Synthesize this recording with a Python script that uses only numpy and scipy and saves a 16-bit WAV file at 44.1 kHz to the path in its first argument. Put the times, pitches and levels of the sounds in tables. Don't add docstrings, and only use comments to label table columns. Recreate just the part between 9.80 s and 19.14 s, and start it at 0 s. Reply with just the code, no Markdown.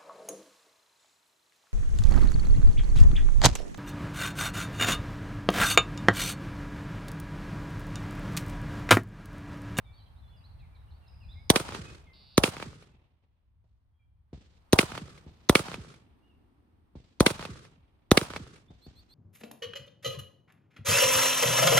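import sys
import numpy as np
from scipy import signal
from scipy.fft import rfft, irfft, next_fast_len
from scipy.io import wavfile
from scipy.ndimage import uniform_filter1d, map_coordinates

SR = 44100
rng = np.random.default_rng(int(sys.argv[2]) if len(sys.argv) > 2 else 0)


def int16_out(signal):
    q = np.round(np.clip(np.atleast_2d(signal).T, -1, 1) * 32767)
    wavfile.write(sys.argv[1], SR, q.astype(np.int16))


N = 411894
SIZE = 65536


def undb(db):
    return 10 ** (np.asarray(db) / 20)


def curve(t, rows):
    return np.interp(t, *np.transpose(rows))


def colour(points, hz):
    f, db = np.transpose(points)
    gain = undb(np.interp(np.log(hz), np.log(f), db))
    below = np.minimum(hz / f[0], 1) ** 3
    above = np.minimum(f[-1] / hz, 1) ** 3
    return gain * below * above


def bins(size):
    return np.maximum(np.arange(size // 2 + 1) * SR / size, 1)


def pan(db):
    return undb(np.array([[db], [-db]]) / 2)


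def add(out, s, sound):
    i = max(int(s * SR), 0)
    part = sound[..., :max(out.shape[1] - i, 0)]
    out[:, i:i + part.shape[-1]] += part


def walk(rate, size=N):
    k = int(SR / rate)
    steps = np.repeat(rng.standard_normal(size // k + 1), k)
    return 1.2 * uniform_filter1d(uniform_filter1d(steps, k), k)[:size]


def noise(points, size, apart_hz=750):
    fast = next_fast_len(size, True)
    hz = bins(fast)
    mid, side = rfft(rng.standard_normal((2, fast)))
    side = side * np.minimum(hz / apart_hz + 0.17, 1)
    left_right = np.array([mid + side, mid - side])
    x = irfft(left_right * colour(points, hz), fast)[:, :size]
    return x / np.sqrt(np.mean(x ** 2))


def burst(points, t60, rise_s=0.00018, apart_hz=5000, size=6144):
    t = np.arange(size) / SR
    return noise(points, size, apart_hz) * np.minimum(t / rise_s, 1) * undb(-60 * t / t60)


# (frequency [Hz], level [dB])
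RUMBLE_COLOUR = [(12, -43.5), (20, -10.5), (48, -1), (70, 2), (98, -3), (166, -17), (231, -29.5),
                 (265, -31.5), (300, -38.5), (390, -61.5), (660, -120)]
# (time [s], level [dB])
RUMBLE_LEVEL = [(0, -51), (2.1, -52.5), (2.5, -61.5), (3.5, -69.5), (4.45, -62.5), (7.1, -67.5),
                (9.33, -66.5)]


def rumble(gust_db=2.5, wind_db=-10):
    t = np.arange(N) / SR
    wind = noise(RUMBLE_COLOUR, N, apart_hz=20)
    low = noise(RUMBLE_COLOUR, N) + undb(wind_db) * wind
    return low * undb(curve(t, RUMBLE_LEVEL) + gust_db * walk(rate=13))


# (frequency [Hz], level [dB])
AIR_COLOUR = [(120, -30), (200, -2.5), (387, -12.5), (883, -7.5), (2510, -21.5), (4350, -28), (7270, -40),
              (9230, -28.5), (11500, -44), (13600, -30), (16000, -52.5)]
# (time [s], level [dB])
AIR_LEVEL = [(0, -67), (2.1, -68), (3.0, -75), (3.5, -89), (4.45, -85.5), (5.0, -67), (7.1, -78),
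             (9.33, -76)]


def open_air():
    t = np.arange(N) / SR
    return noise(AIR_COLOUR, N, apart_hz=600) * undb(curve(t, AIR_LEVEL) + 0.33 * walk(rate=3.6))


# (frequency [Hz], level [dB])
DRONE_COLOUR = [(65, -42), (110, -12.5), (248, 2), (383, -7), (613, -25.5), (660, -24), (1000, -27),
                (1300, -53), (2200, -120)]
# (time [s], level [dB])
DRONE_LEVEL = [(4.4, -95.5), (5.5, -70), (6.6, -68), (7.2, -71.5), (8.1, -76.5), (9.33, -70.5)]


def drone():
    return noise(DRONE_COLOUR, N) * undb(curve(np.arange(N) / SR, DRONE_LEVEL))


def background():
    return rumble() + open_air() + drone()


def whistle(hz, waver=0.0073, overtone_db=-32):
    wavering_hz = hz * (1 + waver * walk(rate=1300, size=len(hz)))
    phase = 2 * np.pi * np.cumsum(wavering_hz) / SR
    tone = np.sin(phase) + undb(overtone_db) * (np.sin(2 * phase) + np.sin(3 * phase))
    return np.sqrt(2) * tone * signal.windows.tukey(len(hz), .5)


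def glide(length, start, end, arch=0, waver=.012):
    u = np.linspace(0, 1, int(length * SR))
    return whistle(start + (end - start) * u + arch * np.sin(np.pi * u), waver)


def bushes(x, wet_db, t60=0.38):
    tail = burst([(1500, 0.00024), (15000, 0)], t60, rise_s=.012, apart_hz=750, size=SIZE)
    tail = tail / np.sqrt(np.sum(tail[0] ** 2))
    return x + undb(wet_db) * signal.fftconvolve(x, tail, axes=1)[:, :N]


TWITTER_S, TWITTER_LOW_HZ, TWITTER_TOP_HZ = 3.2, 2190, 4400
TWITTER_DB, TWITTER_FADE_DB_PER_S = -76, 2.5


def twitter(count=44, length_s=0.049, slope=.22, spread_db=7):
    out = np.zeros((2, N))
    for k, (when, pitch, bend, length, place) in enumerate(rng.random((count, 5))):
        s = (k + when) / count * TWITTER_S
        hz = TWITTER_LOW_HZ * (TWITTER_TOP_HZ / TWITTER_LOW_HZ) ** pitch
        tilt = slope * (bend - .5)
        note = glide(length_s * (.5 + length), hz * (1 - tilt), hz * (1 + tilt), waver=0.021)
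        level = undb(TWITTER_DB - TWITTER_FADE_DB_PER_S * s)
        add(out, s, level * pan(spread_db * (2 * place - 1)) * note)
    return out


# (time [s], length [s], start pitch [Hz], end pitch [Hz],
# arch at the middle [Hz], level [dB])
NOTES = [(.035, .07, 3780, 3380, 0, -73.5), (.04, .12, 2330, 2350, -29, -71),
         (.125, .065, 4350, 4500, 34, -71), (.18, .018, 4700, 3900, 100, -68),
         (.195, .04, 3900, 4250, -85, -69), (.563, .04, 5060, 4500, 0, -74),
         (1.526, .025, 4200, 3200, 0, -67), (.4, .2, 3560, 3400, -40, -76),
         (.635, .035, 3900, 4750, -220, -65.5), (.783, .09, 2850, 1900, 0, -74),
         (1.278, 0.011, 5030, 4870, 200, -66), (1.4, .06, 3000, 2330, -60, -68.5),
         (1.482, .055, 3350, 4200, -100, -63.5), (1.548, .077, 2080, 2280, -19.5, -67),
         (2.04, 0.074, 2570, 2540, -30, -60.5), (2.261, .064, 2215, 2090, -70.5, -64.5),
         (4.12, .17, 3270, 3230, 0, -94), (4.188, .05, 2420, 2300, -2, -84),
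         (6.41, .14, 2700, 2520, 270, -79), (8.88, .025, 3460, 3850, -120, -71)]


def whistled_notes():
    out = np.zeros((2, N))
    for s, length, start, end, arch, db in NOTES:
        add(out, s, undb(db) * glide(length, start, end, arch, waver=.009))
    return out


CALL_START_S, CALL_EVERY_S, CALL_LENGTH_S = .79, .157, .028
CALL_FROM_HZ, CALL_TO_HZ, CALL_DB = 4500, 3600, -74


def hoarse_call(count=4):
    out = np.zeros((2, N))
    for k in range(count):
        call = glide(CALL_LENGTH_S, CALL_FROM_HZ, CALL_TO_HZ, waver=0.065)
        add(out, CALL_START_S + k * CALL_EVERY_S, undb(CALL_DB) * call)
    return out


# (time [s], length [s], chirp rate [1/s], share of the cycle that sounds,
# from pitch [Hz], to pitch [Hz], mean level [dB])
TRILLS = [(1.29, .39, 64.5, .9, 5200, 4750, -74.5), (2.333, .235, 136, .6, 5100, 3950, -62),
          (2.336, .235, 136, .6, 4250, 3150, -66), (2.335, .235, 136, .5, 3200, 2400, -73)]


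def trills():
    out = np.zeros((2, N))
    for s, length, rate, share, start, end, db in TRILLS:
        for when in np.arange(0, length, 1 / rate):
            chirp = glide(share / rate, start, end, waver=.004)
            add(out, s + when, undb(db + rng.standard_normal()) * chirp)
    return out


CHIP_START_S, CHIP_EVERY_S, CHIP_LENGTH_S, CHIP_DB = 9.008, .138, 0.0662, -62.5


def chips(count=3):
    out = np.zeros((2, N))
    u = np.linspace(0, 1, int(CHIP_LENGTH_S * SR))
    hz = np.interp(u, [0, .6, .76, 1], [4040, 4260, 4540, 3940])
    for k in range(count):
        voices = whistle(hz, waver=0.02, overtone_db=-17) + undb(-12) * whistle(hz * .82)
        add(out, CHIP_START_S + k * CHIP_EVERY_S, undb(CHIP_DB) * (.3 + u) * voices)
    return out


def birds():
    song = twitter() + whistled_notes() + hoarse_call()
    nearer = chips() + trills()
    return bushes(song, wet_db=-3, t60=.55) + bushes(nearer, wet_db=-6, t60=.12)


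LEAD_S = .01
PULSE_DB, BOOM_HZ = 30, 347
TRAIL_CYCLES, TRAIL_KNEE_HZ = 1, 27.2
# (frequency [Hz], level [dB])
PULSE_COLOUR = [(20, -22), (60, -2.5), (110, 0), (220, 2), (360, 1.5), (540, -4), (780, -15.5),
                (1250, -11.5), (2400, -26), (5000, -25.5), (10000, -25), (16000, -41)]


def pulse(low_hz, top_hz, stretch=1, size=4096):
    hz = bins(size)
    low, top = 1j * hz / low_hz, 1j * hz / top_hz
    high_pass = low ** 2 / (low ** 2 + np.sqrt(2) * low + 1)
    low_pass = 1 / (1 + top) / np.abs(1 + top / 2)
    sweep = np.log((hz + TRAIL_KNEE_HZ) / (BOOM_HZ + TRAIL_KNEE_HZ))
    cycles = stretch * TRAIL_CYCLES * sweep + hz * LEAD_S
    spectrum = colour(PULSE_COLOUR, hz) * high_pass * low_pass * np.exp(-2j * np.pi * cycles)
    return undb(PULSE_DB) * irfft(spectrum) * signal.windows.tukey(size, 1 / 10)


CLUMPS_DB = 3.0


def scatter(points, rise_s, hold_s, sag_db, t60):
    t = np.arange(int((rise_s + hold_s + t60) * SR)) / SR
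    sag = np.interp(t, [rise_s, rise_s + hold_s], [0, sag_db])
    release = 60 * np.maximum(t - rise_s - hold_s, 0) / t60
    clumps = CLUMPS_DB * walk(rate=150, size=len(t))
    swell = np.minimum(t / rise_s, 1)
    return noise(points, len(t), apart_hz=1300) * swell * undb(clumps - sag - release)


# (time [s], pulse level [dB], top edge [Hz], roll level [dB])
FAR_SHOTS = [(3.84, -43.5, 70.5, -86), (4.529, -22.5, 190, -58), (5.463, -23.5, 129.4, -61.5),
             (7.153, -25.5, 199, -62.5), (8.903, -25.5, 110.3, -63.5), (9.064, -28, 187, -61)]
# (delay [s], level relative to the pulse [dB], top edge as a share of the direct sound's)
FAR_ECHOES = [(.012, 13.5, 0.2), (0.027, -2, 0.3), (.045, -3.5, .45)]
# (frequency [Hz], level [dB])
FAR_TAIL = [(35, -33), (60, -2), (156, -7), (803, -27), (897, -31), (4230, -30), (8420, -42.5),
            (12000, -69.5), (15600, -96.5), (22000, -120)]


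def far_guns(body_db=-31):
    out = np.zeros((2, N))
    knock_colour = [(200, -7), (700, 5), (1300, -14.5), (6000, -31)]  # (frequency [Hz], level [dB])
    for s, db, top_hz, roll_db in FAR_SHOTS:
        add(out, s - LEAD_S, undb(db) * pulse(low_hz=40, top_hz=top_hz))
        knock = burst(knock_colour, t60=0.14, rise_s=0.001, apart_hz=1470)
        add(out, s, undb(db + body_db) * knock)
        for delay, echo_db, share in FAR_ECHOES:
            echo = pulse(low_hz=35, top_hz=top_hz * share)
            add(out, s + delay - LEAD_S, undb(db + echo_db) * echo)
        roll = scatter(FAR_TAIL, rise_s=.003, hold_s=0.18, sag_db=5.5, t60=0.85)
        add(out, s, undb(roll_db) * roll)
    return out


FAR_LAND_S = .22
# (frequency [Hz], level [dB])
TURF = [(24, -30), (40, 2.5), (79, 0.5), (171, -13), (831, -5.5), (2000, -30), (7540, -34.5), (9940, -26.5),
        (11600, -41.5), (14500, -35), (16000, -43)]
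BANK = [(35, -42.5), (60, -12), (315, -10.5), (480, -4.5), (749, -8), (1380, -8), (1820, -21.5),
        (2090, -14), (7400, -20.5), (9130, -14.5), (11800, -29), (13600, -27.5), (16000, -34.5)]
TREES = [(24, -33.5), (40, 1), (167, 2), (354, -12), (896, -5), (1950, -14), (4570, -18), (9690, -26.5),
         (11600, -41.5), (13800, -34), (16000, -46.5)]
WOOD = [(24, -41), (40, -22), (149, 5.5), (233, -10.5), (412, -5.5), (933, -31.5), (1140, -13.5),
        (2110, -21.5), (2640, -23.5), (4450, -24), (8910, -30.5), (12900, -48), (15000, -70)]
COUNTRY = [(24, -32.5), (40, 1), (97, 6), (129, -0.5), (319, -9.5), (718, -15), (1000, -17.5),
           (1540, -27.5), (2260, -22), (3470, -26.5), (12000, -60.5), (15600, -86.5), (22000, -120)]
# (spectrum, start [s], rise [s], hold [s], level before the shot's
# own change [dB], sag during the hold [dB], release t60 [s])
LAND = [(TURF, 0.0018, .004, .044, -30.5, 7.7, .095), (BANK, .05, .01, .04, -28, 8.6, .17),
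        (TREES, 0.083, 0.043, .125, -45.5, 0.46, .21), (WOOD, .22, 0.007, 0.223, -48, 6.95, 0.33),
        (COUNTRY, 0.2, .02, 0.25, -54.5, 9.5, 1.9)]


def land_scatter(out, s, far_db):
    for points, start, rise, hold, land_db, sag_db, t60 in LAND:
        level = undb(land_db + far_db * min(start / FAR_LAND_S, 1))
        add(out, s + start, level * pan(db=-0.04) * scatter(points, rise, hold, sag_db, t60))


BANK_S = .058
SLOPE_LOW_HZ, SLOPE_DEEPENING, SLOPE_STRETCH = 189, .6, .92
# (delay [s], level before the shot's own change [dB], top edge [Hz])
SLOPES = [(0.0593, -3, 750), (0.0987, -10.5, 200), (0.101, -14.5, 484), (.182, -21.5, 168),
          (.236, -25, 188), (.275, -11, 110), (.365, -30, 160), (.49, -33, 100), (.54, -33, 108)]


def slope_echoes(bank_db):
    out = np.zeros((2, SIZE))
    for delay, db, top_hz in SLOPES:
        far = delay / BANK_S
        boom = pulse(SLOPE_LOW_HZ / far ** SLOPE_DEEPENING, top_hz, far ** SLOPE_STRETCH, size=8192)
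        grass = signal.butter(1, 3 * top_hz, fs=SR, output="sos")
        boom = signal.sosfiltfilt(grass, boom)
        add(out, delay - LEAD_S, undb(db + bank_db / far) * pan(db=-2.3) * boom)
    return out


FACE_LOW_HZ, FACE_TOP_HZ, FACE_DULLING, FACE_DEEPENING = 1030, 9000, 0.96, 0.16
SPRAY_T60_S, SPRAY_STRETCH = .017, 0.57
# (frequency [Hz], level [dB])
SPRAY_COLOUR = [(530, -25.5), (900, 0.5), (1640, -1), (2300, 6.5), (2960, -1.5), (4410, -5), (5820, -12.5),
                (7310, -20.5), (9420, -11.5), (10500, -11.5), (11700, -30.5), (13500, -20), (16000, -36.5)]
# (delay [s], pulse level [dB],
# spray level [dB], both levels before the shot's own change)
FACES = [(0.0582, 0.5, -13), (0.0607, -10.5, -11), (0.0622, -23, -19), (.099, -13.5, -40), (.161, -38, -55),
         (.189, -18.5, -40.5), (.2215, -18, -42), (0.2472, -14.5, -36), (.352, -31.5, -71),
         (.446, -36.5, -54.5)]


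def face_echoes(bank_db):
    out = np.zeros((2, SIZE))
    for delay, db, spray_db in FACES:
        far = delay / BANK_S
        slap = pulse(FACE_LOW_HZ / far ** FACE_DEEPENING, FACE_TOP_HZ / far ** FACE_DULLING)
        add(out, delay - LEAD_S, undb(db + bank_db / far) * pan(db=-1.5) * slap)
        spray = burst(SPRAY_COLOUR, SPRAY_T60_S * far ** SPRAY_STRETCH)
        add(out, delay, undb(spray_db + bank_db / far) * spray)
    return out


EARLY_S, EARLY_DB = 0.0053, -25
PORT_LAG_S = .00006
# (frequency [Hz], level [dB])
EARLY_COLOUR = [(1500, -25), (2800, -8), (3600, -11), (4300, -0.5), (5200, -14.5), (6300, 0), (7500, -25)]
# (frequency [Hz], level [dB])
CRACK_COLOUR = [(530, -27.5), (900, -9.5), (1510, -11.5), (2040, -12), (2760, -21), (3470, -9), (4860, -17),
                (5890, -12), (7140, -25.5), (8250, -14.5), (10200, -13.5), (10900, -25.5), (11600, -37),
                (13000, -20), (16000, -33.5)]
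# (time [s], relative levels of: boom [dB], near echoes [dB], crack [dB], far scatter [dB])
SHOTS = [(1.7006, -0.5, -3.5, 2, 3.5), (2.5781, 0, -2, -5, -1), (4.93, 0, 1.5, -5.5, 0),
         (5.6947, 0.5, 0.5, -4.5, -1), (7.4047, 0, 1, -7.5, 0), (8.3146, 1.5, 1.5, -4.5, -1)]


def handgun():
    out = np.zeros((2, N))
    boom = pulse(low_hz=16, top_hz=2970)
    for s, db, echo_db, crack_db, far_db in SHOTS:
        early_burst = burst(EARLY_COLOUR, t60=.04, rise_s=0.0006)
        add(out, s - EARLY_S, undb(EARLY_DB) * early_burst)
        crack = burst(CRACK_COLOUR, t60=0.02, rise_s=0.00019, apart_hz=19500)
        add(out, s, undb(crack_db - 6.5) * pan(db=-1.0) * crack)
        add(out, s + .0012 - LEAD_S, undb(db + 1) * boom)
        sizzle = burst(CRACK_COLOUR, t60=0.054, rise_s=.002, apart_hz=3000)
        add(out, s, undb(crack_db - 20.5) * pan(db=-2.5) * sizzle)
        add(out, s, face_echoes(echo_db) + slope_echoes(echo_db))
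        land_scatter(out, s, far_db)
    right = map_coordinates(out[1], [np.arange(N) - PORT_LAG_S * SR], order=5)
    return np.array([out[0], right])


def scene():
    return background() + birds() + far_guns() + handgun()


TOP_HZ = 16300


def record(dry, right_cut_hz=30, right_presence_db=-7):
    bass_cut = signal.butter(1, right_cut_hz, "highpass", fs=SR, output="sos")
    right = signal.sosfilt(bass_cut, dry[1])
    presence_band = signal.butter(1, [2400, 4800], "bandpass", fs=SR, output="sos")
    presence = signal.sosfilt(presence_band, right)
    ports = np.array([dry[0], right + undb(right_presence_db) * presence])
    rounded = ports / (1 + (ports / .85) ** 8) ** (1 / 8)
    return signal.sosfilt(signal.ellip(8, .2, 70, TOP_HZ, fs=SR, output="sos"), rounded)


dry = scene()
out = record(dry)
int16_out(out)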